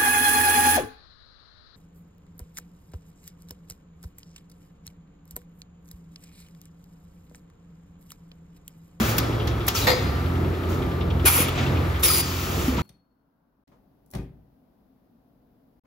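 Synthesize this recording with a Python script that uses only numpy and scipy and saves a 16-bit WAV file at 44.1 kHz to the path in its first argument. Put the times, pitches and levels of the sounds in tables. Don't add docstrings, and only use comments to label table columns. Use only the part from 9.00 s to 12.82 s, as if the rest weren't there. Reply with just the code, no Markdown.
import sys
import numpy as np
from scipy import signal
from scipy.fft import rfft, irfft, next_fast_len
from scipy.io import wavfile
from scipy.ndimage import map_coordinates

SR = 44100
rng = np.random.default_rng(int(sys.argv[2]) if len(sys.argv) > 2 else 0)


def dump(signal):
    limited = np.clip(np.atleast_2d(signal).T, -1, 1)
    pcm = np.round(limited * 32767).astype(np.int16)
    wavfile.write(sys.argv[1], SR, pcm)


N = 168462
TIME = np.arange(N) / SR
SHARED_ONLY = np.array([[1], [0]])


def amp(db):
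    return 10 ** (np.asarray(db) / 20)


def unit(x):
    return x / np.sqrt(np.mean(x ** 2) + 1e-20)


def along(points, hz):
    f, v = np.transpose(points)
    return np.interp(np.log(hz + 1), np.log(f + 1), v)


def curves(rows):
    s, *columns = np.transpose(rows)
    return [np.interp(TIME, s, column) for column in columns]


def wobble(rate):
    knots = rng.standard_normal(int(N * rate / SR) + 4)
    return map_coordinates(knots, [np.arange(N) * rate / SR])


def phase(hz):
    return 2 * np.pi * np.cumsum(hz) / SR


def filtered(x, response):
    m = next_fast_len(N + SR // 2)
    return irfft(rfft(x, m) * response(np.fft.rfftfreq(m, 1 / SR)), m)[..., :N]


def noise(spectrum):
    def response(hz):
        inside = (hz > spectrum[0][0]) & (hz < spectrum[-1][0])
        return amp(along(spectrum, hz)) * inside
    return unit(filtered(rng.standard_normal((2, N)), response))


def gate(s, rise, hold, t60, db):
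    out = np.zeros(N)
    start = max(round(s * SR), 0)
    stop = min(N, start + round((hold + 1.2 * t60) * SR))
    t = np.arange(start, stop) / SR - s
    release_db = -60 * np.clip(t - hold, 0, None) / t60
    out[start:start + len(t)] = np.clip(t / max(rise, 1e-4), 0, 1) * amp(db + release_db)
    return out


def gates(rows):
    return sum(gate(*row) for row in rows)


# (frequency [Hz], density [dB per Hz])
HALL_SPECTRUM = [(28, -79), (50, -52.5), (70, -53.5), (110, -52.5), (180, -57.5), (350, -57.5), (550, -63),
                 (800, -66), (1300, -69), (1700, -69), (2500, -77.5), (4000, -81.5), (6000, -90.5),
                 (10000, -90.5), (16000, -93.5)]
# (time [s], low rumble [dB], roller rush [dB])
HALL_SWELL = [(0.0, -26.5, -27.5), (0.38, -28, -38), (0.58, -29, -38), (0.9, -25.5, -34.5),
              (1.24, -30, -36.5), (1.67, -28, -38.5), (2.15, -27.5, -38.5), (2.45, -33, -37.5),
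              (2.61, -27.5, -34.5), (2.88, -27.5, -35.5), (3.11, -35.5, -35.5), (3.36, -30, -37),
              (3.62, -27, -36.5), (3.82, -27.5, -34.5)]
SPLIT_HZ = 900


def hall():
    low_db, high_db = curves(HALL_SWELL)
    bed = filtered(rng.standard_normal((2, N)),
                   lambda hz: amp(along(HALL_SPECTRUM, hz)) * np.sqrt(SR / 2) * (hz > 22))
    low = filtered(bed, lambda hz: 1 / (1 + (hz / SPLIT_HZ) ** 4))
    rumble = low * amp(low_db - low_db.mean() + 2.13 * wobble(8.21))
    rush = (bed - low) * amp(high_db - high_db.mean() + 0.78 * wobble(6.18))
    return rumble + rush


# (time [s], level [dB])
SHAFT_LEVEL = [(0.0, -46), (0.22, -47), (0.36, -65), (0.39, -37.5), (0.77, -42.5), (0.94, -50), (0.98, -37),
               (1.27, -28.5), (1.47, -30), (1.57, -35.5), (2.17, -29.5), (2.33, -35), (2.7, -27.5),
               (3.01, -33.5), (3.21, -34), (3.66, -37.5), (3.69, -49), (3.82, -28.5)]
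# (multiple of the shaft rate, relative level [dB])
SHAFT_ORDERS = [(2, -1), (3, -5.5), (4, -10.5), (6, -13), (8, -15.5)]
# (time [s], level [dB])
HUM_LEVEL = [(0.0, -40), (0.41, -48), (0.5, -30.5), (0.96, -49), (1.05, -27), (1.53, -51), (1.68, -43),
             (2.29, -29.5), (2.32, -43), (2.74, -47), (2.97, -31), (3.35, -47), (3.61, -32), (3.82, -34)]
# (frequency [Hz], level [dB], frequency wander [Hz])
GEAR_WHINES = [(1182, -51, 2), (1289, -49, 70), (360, -43, 30)]
SHAFT_HZ, HUM_HZ, HUM_WIDTH_HZ = 43.62, 67.95, 3.98


def motors():
    turn = phase(SHAFT_HZ * (1 + 0.00404 * wobble(2.98)))
    shaft = sum(amp(db + 1.9 * wobble(5.1)) * np.sin(k * turn + rng.uniform(0, 2 * np.pi))
                for k, db in SHAFT_ORDERS)
    hum = np.sin(phase(HUM_HZ + 0.396 * HUM_WIDTH_HZ * wobble(HUM_WIDTH_HZ)))
    whine = sum(amp(db + 3.24 * wobble(5.09)) * np.sin(phase(hz + wander_hz * wobble(4 * wander_hz)))
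                for hz, db, wander_hz in GEAR_WHINES)
    both = amp(curves(SHAFT_LEVEL)[0]) * shaft + amp(curves(HUM_LEVEL)[0]) * hum
    return 2 * (both + whine) * SHARED_ONLY


# (time [s], frequency [Hz], rms level of the low note [dB])
DRIVE_NOTE = [(0.0, 110, -32.5), (0.268, 113.4, -31), (0.706, 109.6, -33), (0.74, 107.2, -54),
              (0.78, 101, -25.5), (0.83, 101.4, -29.5), (0.982, 110, -32), (1.1, 102, -30)]
SING_HZ, SING_DB = 3350, -18.5


def drive():
    hz, db = curves(DRIVE_NOTE)
    note = np.sin(phase(hz))
    whine = amp(SING_DB) * np.sin(phase(SING_HZ + 25 * wobble(59.5)))
    fade = np.clip((DRIVE_NOTE[-1][0] - TIME) / 0.048, 0, 1)
    return np.sqrt(2) * amp(db) * fade * (note + whine) * SHARED_ONLY


# (frequency [Hz], relative level [dB])
CHAIN_SPECTRUM = [(1500, -20), (2300, -0.5), (3300, 3.5), (4200, -9), (6000, -17)]
# (time [s], level [dB])
EXTRA_TICKS = [(0.397, -35), (2.01, -44), (2.104, -41), (2.483, -31), (2.768, -41), (2.959, -39),
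               (3.78, -49)]
CHAIN_START_S, CHAIN_GAP_S, CHAIN_DB, CHAIN_T60_S = 0.0415, .0936, -40.5, 0.1


def chain():
    times = np.arange(41) * CHAIN_GAP_S + CHAIN_START_S
    steady = [(s, CHAIN_DB + rng.normal(0, 2.1)) for s in times]
    ticks = sum(gate(s, 0.0024, 0.0027, CHAIN_T60_S, db) for s, db in steady + EXTRA_TICKS)
    return noise(CHAIN_SPECTRUM) * ticks


# (time [s], frequency [Hz], level [dB], t60 [s])
SHORT_KNOCKS = [(0.0047, 219, -18.5, 0.18), (0.18, 167, -25, 0.028), (2.243, 350, -19, 0.033),
                (2.252, 434, -26, .04), (.932, 505, -21.5, .1), (.748, 1350, -28.5, .08),
                (2.386, 488, -23, 0.045), (2.401, 270, -19, 0.017), (2.575, 700, -31, .1),
                (2.599, 230, -25, 0.11), (3.6795, 258, -16.5, 0.1), (3.775, 210, -22, 0.073),
                (3.782, 960, -28, 0.052), (3.79, 1300, -29, 0.062), (2.257, 1660, -24, 0.081),
                (2.262, 1440, -23.5, .08), (2.482, 1260, -29.5, 0.036), (2.768, 2480, -33.5, 0.034),
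                (2.66, 2700, -34, .03), (2.46, 2370, -34, .03), (3.032, 3700, -31, 0.1),
                (3.1, 1270, -23, .05), (3.785, 2050, -43, .05)]
# (time [s], rise [s], hold [s], t60 [s], level [dB])
FLAP_RUBS = [(2.386, 0.013, 0.072, 0.27, -31), (2.545, 0.021, 0.1, 0.62, -35),
             (3.766, 0.0035, 0.034, 0.1, -37)]
# (frequency [Hz], relative level [dB])
SLAP_SPECTRUM = [(400, 8), (900, -4), (2500, 1.5), (3800, -3), (5000, -10.5), (8000, -13)]


def knocks_and_rubs():
    ring = sum(gate(s, 0.0028, 0.0062, t60, db) * np.sin(2 * np.pi * hz * (TIME - s))
               for s, hz, db, t60 in SHORT_KNOCKS)
    slap = noise(SLAP_SPECTRUM) * sum(gate(s, 0.0033, 0.0026, 0.017, db - 13)
                                      for s, hz, db, t60 in SHORT_KNOCKS)
    rub = noise(SLAP_SPECTRUM) * amp(1.6 * wobble(70)) * gates(FLAP_RUBS)
    return ring * np.array([[np.sqrt(2)], [.3]]) + slap + rub


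# (time [s], level [dB])
ARM_CONTACTS = [(.869, -17), (.876, -19), (.882, -18.5), (.892, -21.5), (.901, -20), (.914, -22),
                (.93, -27)]
# (frequency [Hz], relative level [dB], t60 [s])
STEEL_MODES = [(503, -2, 0.16), (690, -7, 0.11), (880, -1, 0.039), (1850, -3.5, 0.062), (2073, -6.5, 0.12),
               (2240, -8, 0.089), (3450, -17, 0.16), (3620, -12, .1), (3830, -10.5, 0.11),
               (4240, -8.5, 0.12), (4050, -11, .08), (4790, -9, 0.12), (5185, -15.5, 0.35),
               (6500, -21, 0.15), (6850, -13, .06), (7870, -16, .07), (10450, -19, .08),
               (12950, -10, 0.071)]
# (frequency [Hz], relative level [dB])
CRACK_SPECTRUM = [(200, -20), (500, 2), (900, 6.5), (2000, 2), (4500, -1.5), (5600, -13), (7000, -11),
                  (14000, -17)]
CRACK_DB, CRACK_T60_S = -3, 0.064
MODE_SCATTER = .001


def arm():
    rings = np.zeros((2, N + SR))
    t = np.arange(SR // 3) / SR
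    onset = 1 - np.exp(-t / 0.00085)
    for s, db in ARM_CONTACTS:
        ring = 0
        for hz, level, t60 in STEEL_MODES:
            decay = amp(level + rng.normal(0, 2.9) - 60 * t / t60)
            mode_hz = hz * (1 + MODE_SCATTER * rng.normal())
            ring = ring + decay * np.sin(2 * np.pi * mode_hz * t + rng.uniform(0, 2 * np.pi, (2, 1)))
        start = round(s * SR)
        rings[:, start:start + len(t)] += amp(db) * ring * onset
    cracks = sum(gate(s, 0.0018, 0.00053, CRACK_T60_S, db + CRACK_DB) for s, db in ARM_CONTACTS)
    return rings[:, :N] + noise(CRACK_SPECTRUM) * cracks


# (time [s], rise [s], hold [s], release t60 [s], level [dB])
AIR_SPITS = [(.1812, .0015, .006, .018, -17), (.6805, .0015, .006, .018, -17),
             (2.478, .003, .012, .05, -36)]
# (frequency [Hz], relative level [dB])
SPIT_SPECTRUM = [(300, -10), (1300, -6), (2500, -6), (4000, -10), (6000, -6), (8000, -2), (10500, -3),
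                 (13000, 0), (16000, 0)]
# (time [s], rise [s], hold [s], release t60 [s], level [dB])
PLUNGER_SLAMS = [(.181, .0005, .008, .08, -25.5), (.4738, .0003, .003, .11, -30.5),
                 (.6793, .0003, .007, .11, -22.5), (2.256, .001, .03, .1, -30)]
# (frequency [Hz], relative level [dB])
SLAM_SPECTRUM = [(400, -3), (1300, 2), (2200, -3), (3300, 0), (4800, -1), (7000, -9), (9000, -20)]


def snaps():
    return noise(SPIT_SPECTRUM) * gates(AIR_SPITS) + noise(SLAM_SPECTRUM) * gates(PLUNGER_SLAMS)


# (time [s], rise [s], hold [s], release t60 [s], level [dB])
VALVE_OPENINGS = [(.166, .002, .005, .06, -35), (.665, .002, .007, .06, -33), (.085, .004, .012, .08, -35),
                  (.470, .002, .004, .03, -40), (2.993, .003, .016, .05, -42),
                  (3.022, .004, .008, .03, -34)]
# (frequency [Hz], relative level [dB])
THIN_SPECTRUM = [(3000, -14), (6500, -8), (9000, -8), (12000, -3), (16000, -10)]
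# (time [s], rise [s], hold [s], release t60 [s], level [dB])
AIR_BLASTS = [(2.251, 0.007, .17, 0.11, -19.5), (3.028, 0.005, 0.18, 0.05, -22)]
# (frequency [Hz], relative level [dB])
FIRST_BLAST_SPECTRUM = [(300, -22), (800, -2.5), (1300, 2), (1700, -5.5), (2500, 0), (4000, -8.5),
                        (6000, -8), (8000, -7.5), (10500, 6), (12000, -3), (13500, -6), (14800, -2),
                        (16000, -18)]
SECOND_BLAST_SPECTRUM = [(300, -5), (800, -7.5), (1300, -6), (1600, -8), (2500, -5), (4000, -6.5),
                         (6000, -7.5), (7000, -6.5), (8000, -9.5), (9300, -1.5), (10800, 3.5), (12000, -11),
                         (13500, -12), (14800, -9), (16000, -9)]
# (time [s], rise [s], hold [s], release t60 [s], level [dB])
AIR_SIGHS = [(-.05, .01, 0.16, 0.32, -32), (0.742, 0.013, 0.043, 0.72, -27.5),
             (1.685, .01, 0.045, 0.34, -44), (3.207, 0.026, 0.47, 0.56, -35.5)]
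# (frequency [Hz], relative level [dB])
SIGH_SPECTRUM = [(300, -38), (1300, 6), (1700, -8.5), (2500, 4.5), (4000, -1), (6800, 0), (8000, -3),
                 (10000, -4), (13000, -6.5), (16000, -1)]
KICK_DB, KICK_S, SAG_DB_PER_S = 5, 0.038, -12.5
FLUTTER_HZ, FLUTTER_DB = 82.4, 0.5


def push(since):
    kick_db = KICK_DB - FLUTTER_DB * np.cos(2 * np.pi * FLUTTER_HZ * since)
    return amp(kick_db * (since < KICK_S) + SAG_DB_PER_S * since.clip(0, 1))


def valves():
    thin = noise(THIN_SPECTRUM) * gates(VALVE_OPENINGS)
    colours = (FIRST_BLAST_SPECTRUM, SECOND_BLAST_SPECTRUM)
    blasts = sum(noise(colour) * gate(*row) * push(TIME - row[0])
                 for row, colour in zip(AIR_BLASTS, colours))
    roughness = amp(.9 * wobble(60) + 1.5 * wobble(900))
    sighs = noise(SIGH_SPECTRUM) * amp(0.27 * wobble(25.3)) * gates(AIR_SIGHS)
    return thin + blasts * roughness + sighs


# (time [s], hold [s], release t60 [s], first frequency [Hz], last frequency [Hz],
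# slide time constant [s], level before sag [dB], frequency jitter [Hz],
# octave [dB against the note], twelfth [dB against the note])
NOZZLE_NOTES = [(3.033, .03, .04, 5700, 5400, .03, -28.5, 200, 9, -8),
                (3.058, .152, .35, 5080, 4720, .09, -28, 110, 1, 0),
                (.748, .032, .06, 6300, 3500, .035, -28, 300, -14, -20),
                (.812, .04, .08, 4100, 3800, .04, -32, 250, -20, -25)]
WHISTLE_SAG_DB_PER_S = -25


def whistles():
    out = np.zeros((2, N))
    for s, hold, t60, first_hz, last_hz, slide, db, jitter_hz, *over_db in NOZZLE_NOTES:
        glide_hz = last_hz + (first_hz - last_hz) * np.exp(-(TIME - s).clip(0) / slide)
        sag_db = WHISTLE_SAG_DB_PER_S * (TIME - s - hold / 2).clip(-1, 1)
        for part in out:
            turn = phase(glide_hz + jitter_hz * wobble(1500))
            part += gate(s, 0.0035, hold, t60, db) * np.sin(turn) * amp(sag_db + 1.2 * wobble(150))
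            for k, level in enumerate(over_db, 2):
                breath = amp(sag_db + 2.5 * wobble(400))
                part += gate(s, .004, hold, .04, db + level) * np.sin(k * turn) * breath
    return out


# (frequency [Hz], t60 [s])
ROOM_T60 = [(200, 0.71), (2000, 1), (6000, 0.85), (12000, 0.13)]


def room(x):
    hz, t, grid = signal.stft(rng.standard_normal((2, SR)), SR, nperseg=256)
    decay = amp(-60 * t / along(ROOM_T60, hz)[:, None])
    tail = signal.istft(grid * decay, SR, nperseg=256)[1]
    late = np.pad(x, ((0, 0), (400, 0)))
    return signal.fftconvolve(late, tail / np.linalg.norm(tail[0]), axes=1)[:, :N]


# (delay [s], level [dB])
FRAME_REFLECTIONS = [(.0009, -25.5), (.0021, -19.5), (.0037, -13.5), (.0064, -10)]
# (frequency [Hz], correlation [-1 to 1])
LIKENESS = [(60, .98), (160, .95), (300, .8), (600, .5), (1500, .45), (3000, .55), (5500, .45), (6900, .65),
            (8000, .97), (16000, .97)]
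ROOM_DB = -12


def scene():
    def frame(hz):
        return 1 + sum(amp(db) * np.exp(-2j * np.pi * hz * s) for s, db in FRAME_REFLECTIONS)

    def weights(hz):
        half = np.arccos(np.clip(along(LIKENESS, hz), -1, 1)) / 2
        return np.array([np.cos(half), np.sin(half)])

    near = chain() + knocks_and_rubs() + arm() + snaps() + filtered(valves(), frame) + whistles()
    field = hall() + motors() + drive() + near + amp(ROOM_DB) * room(near)
    mid, side = filtered(field, weights)
    return np.array([mid + side, mid - side])


# (frequency [Hz], difference [dB])
PAIR_LEVEL = [(60, -1.2), (300, -1), (700, 2.5), (2400, 1.5), (5500, 2.5), (8000, 0), (16000, 0)]
# (frequency [Hz], difference [rad])
PAIR_PHASE = [(0, 0), (300, 0), (550, .75), (1400, 1), (1720, 3.9), (2240, 6.1), (3100, 7.6), (3800, 6.6),
              (4650, 6.8), (5500, 6.3), (6900, 5.1), (8700, np.pi), (11200, 1.57), (12230, .9),
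              (13260, .16), (16000, 0)]
TOP_HZ = 15750


def record(dry):
    ears = np.array([[.5], [-.5]])

    def pair(hz):
        turn = np.exp(1j * ears * along(PAIR_PHASE, hz))
        return amp(ears * along(PAIR_LEVEL, hz)) * turn * (hz < TOP_HZ)
    return filtered(dry, pair)


dry = scene()
out = record(dry)
dump(out)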